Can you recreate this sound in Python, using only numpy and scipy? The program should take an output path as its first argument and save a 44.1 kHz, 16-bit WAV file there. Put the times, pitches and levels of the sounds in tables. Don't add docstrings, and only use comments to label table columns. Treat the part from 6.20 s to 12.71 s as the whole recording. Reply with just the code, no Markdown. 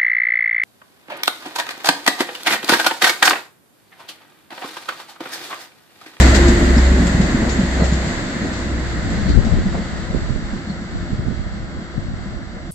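import sys
import numpy as np
from scipy import signal
from scipy.fft import rfft, irfft, next_fast_len
from scipy.io import wavfile
from scipy.ndimage import uniform_filter1d, map_coordinates

SR = 44100
rng = np.random.default_rng(int(sys.argv[2]) if len(sys.argv) > 2 else 0)


def log_audio(samples):
    frames = np.atleast_2d(samples).T
    limited = np.clip(frames, -1, 1)
    pcm = np.round(limited * 32767).astype(np.int16)
    wavfile.write(sys.argv[1], SR, pcm)


N = 287091
T = np.arange(N) / SR

# pitch_hz, level_db
ROAR_NEAR_COLOUR = [(260, -2.5), (460, -5.5), (590, -1), (860, -7), (1030, -6), (1160, -8.5), (1400, -5.5),
                    (1980, -2), (2330, -12.5), (2650, -15), (3030, -16.5), (3550, -15), (4600, -15),
                    (5500, -23.5), (6400, -19.5), (7500, -15), (8200, -27), (9100, -44.5), (12000, -45),
                    (16000, -65)]
# pitch_hz, level_db
ROAR_FAR_COLOUR = [(300, -10), (600, 2), (760, 0.5), (900, -7), (1000, -2), (1110, -5), (1270, 0.5),
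                   (1500, 0.5), (2140, -2), (2380, -14.5), (2750, -9.5), (3060, -11), (3450, -9.5),
                   (4700, -8), (5050, -15), (6100, -15), (6550, -22), (7500, -11.5), (8100, -21),
                   (9000, -50.5), (15000, -47)]
# pitch_hz, level_db
SIZZLE_COLOUR = [(4000, -29), (8000, 11.5), (9500, -2), (12000, -4.5), (15500, -7.5)]
# pitch_hz, level_db
RUMBLE_COLOUR = [(20, 6.5), (45, -7.5), (90, 6.5), (140, 3), (230, 9.5), (330, 2.5), (420, -6), (650, -9),
                 (1000, -40.5), (8000, -86)]
# pitch_hz, level_db
THUMP_ECHO_COLOUR = [(70, -22), (140, -2.5), (200, 6.5), (240, -6), (310, -20), (620, -27), (1000, -39),
                     (8000, -100)]
# pitch_hz, level_db
CLANK_COLOUR = [(200, -23), (350, -5.5), (480, 0.5), (640, 0.5), (850, -9.5), (1500, -15), (3000, -39),
                (9000, -85)]
# pitch_hz, level_db
CLINK_COLOUR = [(500, -56), (1500, 0.5), (2800, -1.5), (4200, 0), (5600, -2), (7400, -3.5), (9000, -25),
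                (15000, -56)]
# pitch_hz, level_db
RING_COLOUR = [(5500, -23), (6900, -7), (7500, 2), (7900, -10), (8800, -36), (15000, -51)]
# pitch_hz, level_db
FAN_ECHO_COLOUR = [(290, -50.5), (335, 1), (378, -1.5), (410, -57.5)]
# pitch_hz, level_db
WIND_COLOUR = [(15, -15.5), (35, 2.5), (80, -3), (150, -7.5), (280, -16), (500, -31.5), (900, -58),
               (2000, -77), (8000, -110)]

# time_s, delay_ms
LEFT_DELAY = [(2, 0.11), (3.2, 0.054), (4.2, -0.15)]
# time_s, level_db
HISS_LEVELS = [(0.1, 1.1), (0.45, 0.5), (0.65, 1), (1.2, 1.5), (1.9, 2.5), (2.3, 0.8), (3.5, 2), (6.5, 1.3)]
# start_s, level_db, pitch_hz
NEAR_STRIKES = [(0.142, -9, 209), (0.42, -6.5, 208), (.564, -3, 228), (.712, -9.5, 248), (.853, -6.5, 177),
                (0.995, -4, 173), (1.141, -3.5, 230), (1.429, -8, 174), (1.719, -8, 164),
                (1.865, -12.5, 171)]
# time_s, level_db
FAR_STRIKE_LEVELS = [(2.0, -15), (2.7, -21.5), (4.7, -18.5), (6.5, -24)]
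# start_s, thump_db, thump_pitch_hz, clank_db
CLANKING_THUMPS = [(.002, -4, 198, -25), (.281, -4, 230, -27), (0.942, -6, 156, -46), (1.214, -8, 225, -25),
                   (1.269, -11, 232, -31), (1.386, -7, 203, -49), (1.594, -15, 230, -21.5),
                   (1.615, -5, 165, -27), (2.915, -9, 198, -32), (2.975, -10.5, 198, -41),
                   (3.053, -10.5, 185, -48), (3.262, -10.5, 222, -28), (3.326, -13.5, 193, -38),
                   (3.452, -10, 190, -45), (3.541, -10.5, 211, -24.5), (3.899, -13.5, 215, -34),
                   (4.494, -13, 192, -42), (6.362, -29, 200, -37)]
# start_s, chatter_db, ring_db, decay_s
CLINKS = [(0.002, -15, -23, 0.043), (0.144, -14, -24, 0.017), (0.158, -20, -34, 0.02),
          (0.281, -17.5, -18.5, 0.013), (0.867, -23, -21.5, 0.017), (1.009, -25.5, -40, 0.036),
          (1.29, -24, -40, 0.037), (1.639, -25.5, -28, 0.04), (1.729, -29, -34, 0.026),
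          (2.33, -31, -43, 0.079), (2.9, -37, -37, 0.04), (3.089, -31, -40, .035), (3.245, -33, -46, .05),
          (3.77, -35, -46, .025)]
# time_s, level_db
EXHAUST_LEVELS = [(0.0, -9.5), (0.05, -7), (0.15, -13.5), (0.28, -9.5), (0.38, -17), (0.5, -11.5),
                  (0.75, -11.5), (0.9, -21), (1.03, -19.5), (1.16, -27.5), (1.29, -19.5), (1.44, -26.5),
                  (1.6, -16.5), (1.76, -18), (1.87, -29), (1.94, -60), (1.97, -38.5), (2.55, -23.5),
                  (2.8, -26), (3.0, -31.5)]
# middle_s, pitch_hz, level_db, half_length_s, scatter_hz
SQUEAKS = [(0.584, 5200, -30, 0.011, 517), (1.322, 6930, -33, .022, 303), (1.62, 4140, -38, 0.037, 261),
           (1.734, 7030, -37, 0.013, 80), (3.11, 4350, -37.5, 0.034, 382), (4.507, 4270, -41, .015, 190)]
# middle_s, level_db, half_length_s, lean_left_db
GUSTS = [(3.232, -20.5, 0.36, 1.5), (4.09, -28.5, 0.19, 0), (5.048, -25.5, 0.16, -2),
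         (5.8, -31.5, 0.45, -1)]
# middle_s, left_db, right_db, slap_above_swirl_db, slap_half_length_ms
SWIRLS = [(3.102, -10.5, -12, -6, 0.66), (3.177, 0.5, -27, 2.5, 1.1), (3.388, -32, -16.5, 9.5, 0.49),
          (3.416, -25, -17, -7, 2.4), (3.948, -41, -19, 17, 0.56), (3.965, -36, -18.5, 10, 0.5),
          (4.107, -37, -13, 5, 1.3), (4.16, -38, -18.5, 10, 0.66), (4.76, -32, -18, -9, 2.2),
          (4.934, -24, -15.5, 7, 1.24), (4.996, -19, -21, 7, 1.2), (5.085, -40, -18, 13, 0.95),
          (5.123, -39, -18, -3, 2.2), (5.78, -17, -37, -2, 1.8)]
# middle_s, level_db, half_length_s
WHINES = [(5.12, -60.5, 0.25), (5.7, -62, 0.24)]

SPEED_M_S, START_M, PHONE_TO_TRACK_M = 16, 2.11, 3.06
NEAR_M, FAR_M = 23.4, 92


def undb(db):
    return 10 ** (np.asarray(db) / 20)


def curve(table):
    return np.interp(T, *np.transpose(table))


def unit(x):
    return x / np.sqrt(np.mean(x ** 2))


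def noise(colour, alike_hz=700):
    size = next_fast_len(N, True)
    hz = np.arange(size // 2 + 1) * SR / size
    colour_hz, colour_db = np.transpose(colour)
    gain = undb(np.interp(np.log(hz + 1), np.log(colour_hz), colour_db))
    alike = .98 / (1 + (hz / alike_hz) ** 4)
    mid, side = rfft(rng.standard_normal((2, size)))
    mid, side = mid * np.sqrt(1 + alike), side * np.sqrt(1 - alike)
    return unit(irfft(np.array([mid + side, mid - side]) * gain, size)[:, :N])


def steady(x):
    power = abs(signal.hilbert(x, next_fast_len(N))[:N]) ** 2
    return unit(x / np.sqrt(uniform_filter1d(power, SR // 80)))


def wobble(per_s):
    hold = max(int(SR / per_s), 1)
    steps = np.repeat(rng.standard_normal(N // hold + 1), hold)
    return 1.2 * uniform_filter1d(uniform_filter1d(steps, hold), hold)[:N]


def blow(start_s, rise_s, decay_s):
    age = np.maximum(T - start_s, 0)
    return np.minimum(age / rise_s, 1) * np.exp(-np.clip((age - rise_s) / decay_s, 0, 50))


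def swell(middle_s, half_s):
    return 1 / (1 + ((T - middle_s) / half_s) ** 2 / 2) ** 2


def tone(hz):
    return np.sqrt(2) * np.sin(2 * np.pi * (np.cumsum(hz) / SR + rng.random()))


def along():
    return START_M + SPEED_M_S * T


def distance():
    return np.hypot(along(), PHONE_TO_TRACK_M)


def recede(doubling_db, per_m_db=0.):
    metres = distance()
    return undb(-doubling_db * np.log2(metres / metres[0]) - per_m_db * (metres - metres[0]))


def doppler():
    return 1 / (1 + SPEED_M_S * along() / distance() / 343)


def wheel_roar(db=-15.5, split_hz=2400, direct_per_m=0.003, platform_end_m=63.5, platform_fade_m=4.9):
    far = np.clip((distance() - NEAR_M) / (FAR_M - NEAR_M), 0, 1)
    all_around, direct = (np.sqrt(1 - far) * noise(ROAR_NEAR_COLOUR, alike_hz=695)
                          + np.sqrt(far) * noise(ROAR_FAR_COLOUR, alike_hz=765) for _ in range(2))
    delayed_samples = np.arange(N) - curve(LEFT_DELAY) * SR / 1000
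    direct_left = map_coordinates(direct[0], [delayed_samples], order=3, mode="nearest")
    share = np.clip(direct_per_m * distance(), 0, 1)
    both = np.sqrt(1 - share) * all_around + np.sqrt(share) * np.array([direct_left, direct[0]])
    outside = 1 / (1 + np.exp((platform_end_m - distance()) / platform_fade_m))
    roar = signal.sosfiltfilt(signal.butter(4, split_hz, fs=SR, output="sos"), both)
    hiss_db = curve(HISS_LEVELS) + .55 * wobble(22.04) - 1.5 * outside
    hiss = (both - roar) * undb(hiss_db) * recede(doubling_db=0, per_m_db=0.0246)
    level_db = db + .5 * wobble(9) - 2.5 * outside
    return (roar + hiss) * undb(level_db) * recede(doubling_db=3, per_m_db=0.063)


def wheel_sizzle(db=-42, crackle_db=2.5):
    crackle = undb(db + crackle_db * wobble(500))
    return noise(SIZZLE_COLOUR) * crackle * recede(doubling_db=2, per_m_db=0.5)


def track_rumble(db=-16, flutter_db=2, walls_db=-13.5):
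    walls = undb(walls_db) * noise(RUMBLE_COLOUR, alike_hz=110)
    level = undb(db + flutter_db * wobble(20)) * recede(doubling_db=0.65, per_m_db=0.21)
    return (noise(RUMBLE_COLOUR, alike_hz=553) + walls) * level


def far_strikes(first_s=2.02, turn_s=.144, pitch_hz=200):
    starts = np.arange(first_s, T[-1], turn_s)
    late, soft, high = rng.standard_normal((len(starts), 3)).T
    levels_db = np.interp(starts, *np.transpose(FAR_STRIKE_LEVELS)) - soft
    return list(zip(starts + 0.0027 * late, levels_db, pitch_hz + 20.5 * high))


def track_thumps(db=-0.5, rise_s=0.00797, gravel_hz=128, echo_db=-2, echo_decay_s=.08):
    thuds, power = 0, 0
    gravel = undb(-5) * recede(doubling_db=-1, per_m_db=0.5)
    for start_s, level_db, hz in NEAR_STRIKES + far_strikes() + [row[:3] for row in CLANKING_THUMPS]:
        hit = undb(level_db) * blow(start_s, rise_s, decay_s=.010)
        angle_per_hz = 2 * np.pi * (T - start_s - rise_s)
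        thuds += hit * (np.cos(hz * angle_per_hz) + gravel * np.sin(gravel_hz * angle_per_hz))
        power += hit ** 2
    linger = np.exp(-2 / (echo_decay_s * SR))
    echo_level = undb(echo_db) * np.sqrt(signal.lfilter([1 - linger], [1, -linger], power))
    echo = echo_level * noise(THUMP_ECHO_COLOUR, alike_hz=300)
    echo_mix = undb(np.interp(distance(), [26, 58], [-10.5, 0]))
    return undb(db) * (thuds + echo_mix * echo) / np.hypot(1, echo_mix)


def frame_clanks(rise_s=0.0058, decay_s=0.043):
    hits = sum(undb(db) * blow(start_s, rise_s, decay_s) for start_s, _, _, db in CLANKING_THUMPS)
    return noise(CLANK_COLOUR) * hits


def gear_clinks(db=-6.5, rise_s=0.0031, rattle_db=1.5, lean_left_db=3):
    chatter = sum(undb(peak_db) * blow(s, rise_s, decay_s) for s, peak_db, _, decay_s in CLINKS)
    ring = sum(undb(ring_db) * blow(s, rise_s, decay_s) for s, _, ring_db, decay_s in CLINKS)
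    steel = noise(CLINK_COLOUR) + noise(SIZZLE_COLOUR) * undb(-10) * recede(doubling_db=9)
    bursts = steel * chatter + noise(RING_COLOUR) * ring
    return bursts * undb(db + rattle_db * wobble(430) + lean_left_db * np.array([[1], [-1]]))


def engine(firing_hz=67.1, fade_db_per_s=4, boom_hz=41.5, boom_db=-20):
    fade_db = fade_db_per_s * np.maximum(T - EXHAUST_LEVELS[-1][0], 0)
    level_db = uniform_filter1d(curve(EXHAUST_LEVELS), SR // 20) - fade_db + wobble(5.6)
    exhaust = tone(firing_hz * doppler() * (1 + 0.0085 * wobble(9.1))) * undb(level_db)
    boom = tone(boom_hz * doppler() * (1 + 0.0087 * wobble(6.7))) * undb(boom_db)
    return exhaust + boom * swell(0.3, half_s=0.88)


def cooling_fan(db=-20.5, blade_hz=359.4, facing_db=9.5, flutter_db=1.47, echo_db=-28):
    churn = np.interp(distance(), [PHONE_TO_TRACK_M, FAR_M], [1.7, .9])
    level_db = db + facing_db * swell(0.28, half_s=0.087) + flutter_db * churn * wobble(24.8)
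    blades = tone(blade_hz * doppler() * (1 + 0.0047 * churn * wobble(44.83))) * undb(level_db)
    echo = noise(FAN_ECHO_COLOUR) * undb(echo_db) * swell(0.48, half_s=0.39)
    return blades * recede(doubling_db=5, per_m_db=.025) + echo


def joint_tick(start_s=.2866, db=-24, above_hz=6000):
    treble = signal.butter(2, above_hz, "high", fs=SR, output="sos")
    crack = unit(signal.sosfilt(treble, rng.standard_normal((2, N))))
    return crack * undb(db) * blow(start_s, rise_s=0.00016, decay_s=0.00031)


def rim_squeaks(jitter_per_s=2000):
    jitters = [wobble(jitter_per_s) for _ in range(2)]
    squeaks = 0
    for middle_s, hz, db, half_s, scatter_hz in SQUEAKS:
        ring = np.array([tone(hz + scatter_hz * jitter) for jitter in jitters])
        squeaks += ring * undb(db) * swell(middle_s, half_s)
    return squeaks


def air_slap(middle_s, half_ms):
    gap_squared = np.minimum(((T - middle_s) * 1000 / half_ms) ** 2, 400)
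    return (3 * np.exp(-gap_squared / 2) - np.exp(-gap_squared / 18)) / 2


def wake_wind(breeze_db=-36, gusty_db=3, spiky_db=4, swirl_half_s=0.02):
    microphones = []
    for side, sign in enumerate([1, -1]):
        gusts = sum(undb(db + sign * lean_db) * swell(s, half_s) for s, db, half_s, lean_db in GUSTS)
        flow = (undb(breeze_db) + gusts) * undb(gusty_db * wobble(14))
        puffs = flow * unit(noise(WIND_COLOUR)[0] * undb(spiky_db * wobble(220)))
        swirls, slaps = 0, 0
        for middle_s, *sides_db, slap_db, half_ms in SWIRLS:
            swirls += undb(sides_db[side]) * np.exp(-((T - middle_s) / swirl_half_s) ** 2)
            slaps += undb(sides_db[side] + slap_db) * air_slap(middle_s, half_ms)
        microphones.append(puffs + swirls * steady(noise(WIND_COLOUR)[0]) + slaps)
    return np.array(microphones)


def wheel_whine(pitch_hz=3289, waver=.011, flutter_db=2):
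    level = sum(undb(db) * swell(middle_s, half_s) for middle_s, db, half_s in WHINES)
    return tone(pitch_hz * (1 + waver * wobble(300))) * undb(flutter_db * wobble(40)) * level


def scene():
    track = wheel_roar() + wheel_sizzle() + track_rumble() + track_thumps() + frame_clanks()
    on_board = gear_clinks() + engine() + cooling_fan()
    return track + on_board + joint_tick() + rim_squeaks() + wake_wind() + wheel_whine()


def record(dry, left_tilt=0.066, bass_hz=18, top_hz=15700):
    bright = signal.sosfiltfilt(signal.butter(2, [2700, 6500], "band", fs=SR, output="sos"), dry)
    tilted = dry + left_tilt * np.array([[1], [-1]]) * bright
    heard = signal.sosfilt(signal.butter(2, bass_hz, "high", fs=SR, output="sos"), tilted)
    rounded = heard / (1 + heard ** 8) ** (1 / 8)
    return signal.sosfilt(signal.ellip(8, .2, 70, top_hz, fs=SR, output="sos"), rounded)


dry = scene()
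out = record(dry)
log_audio(out)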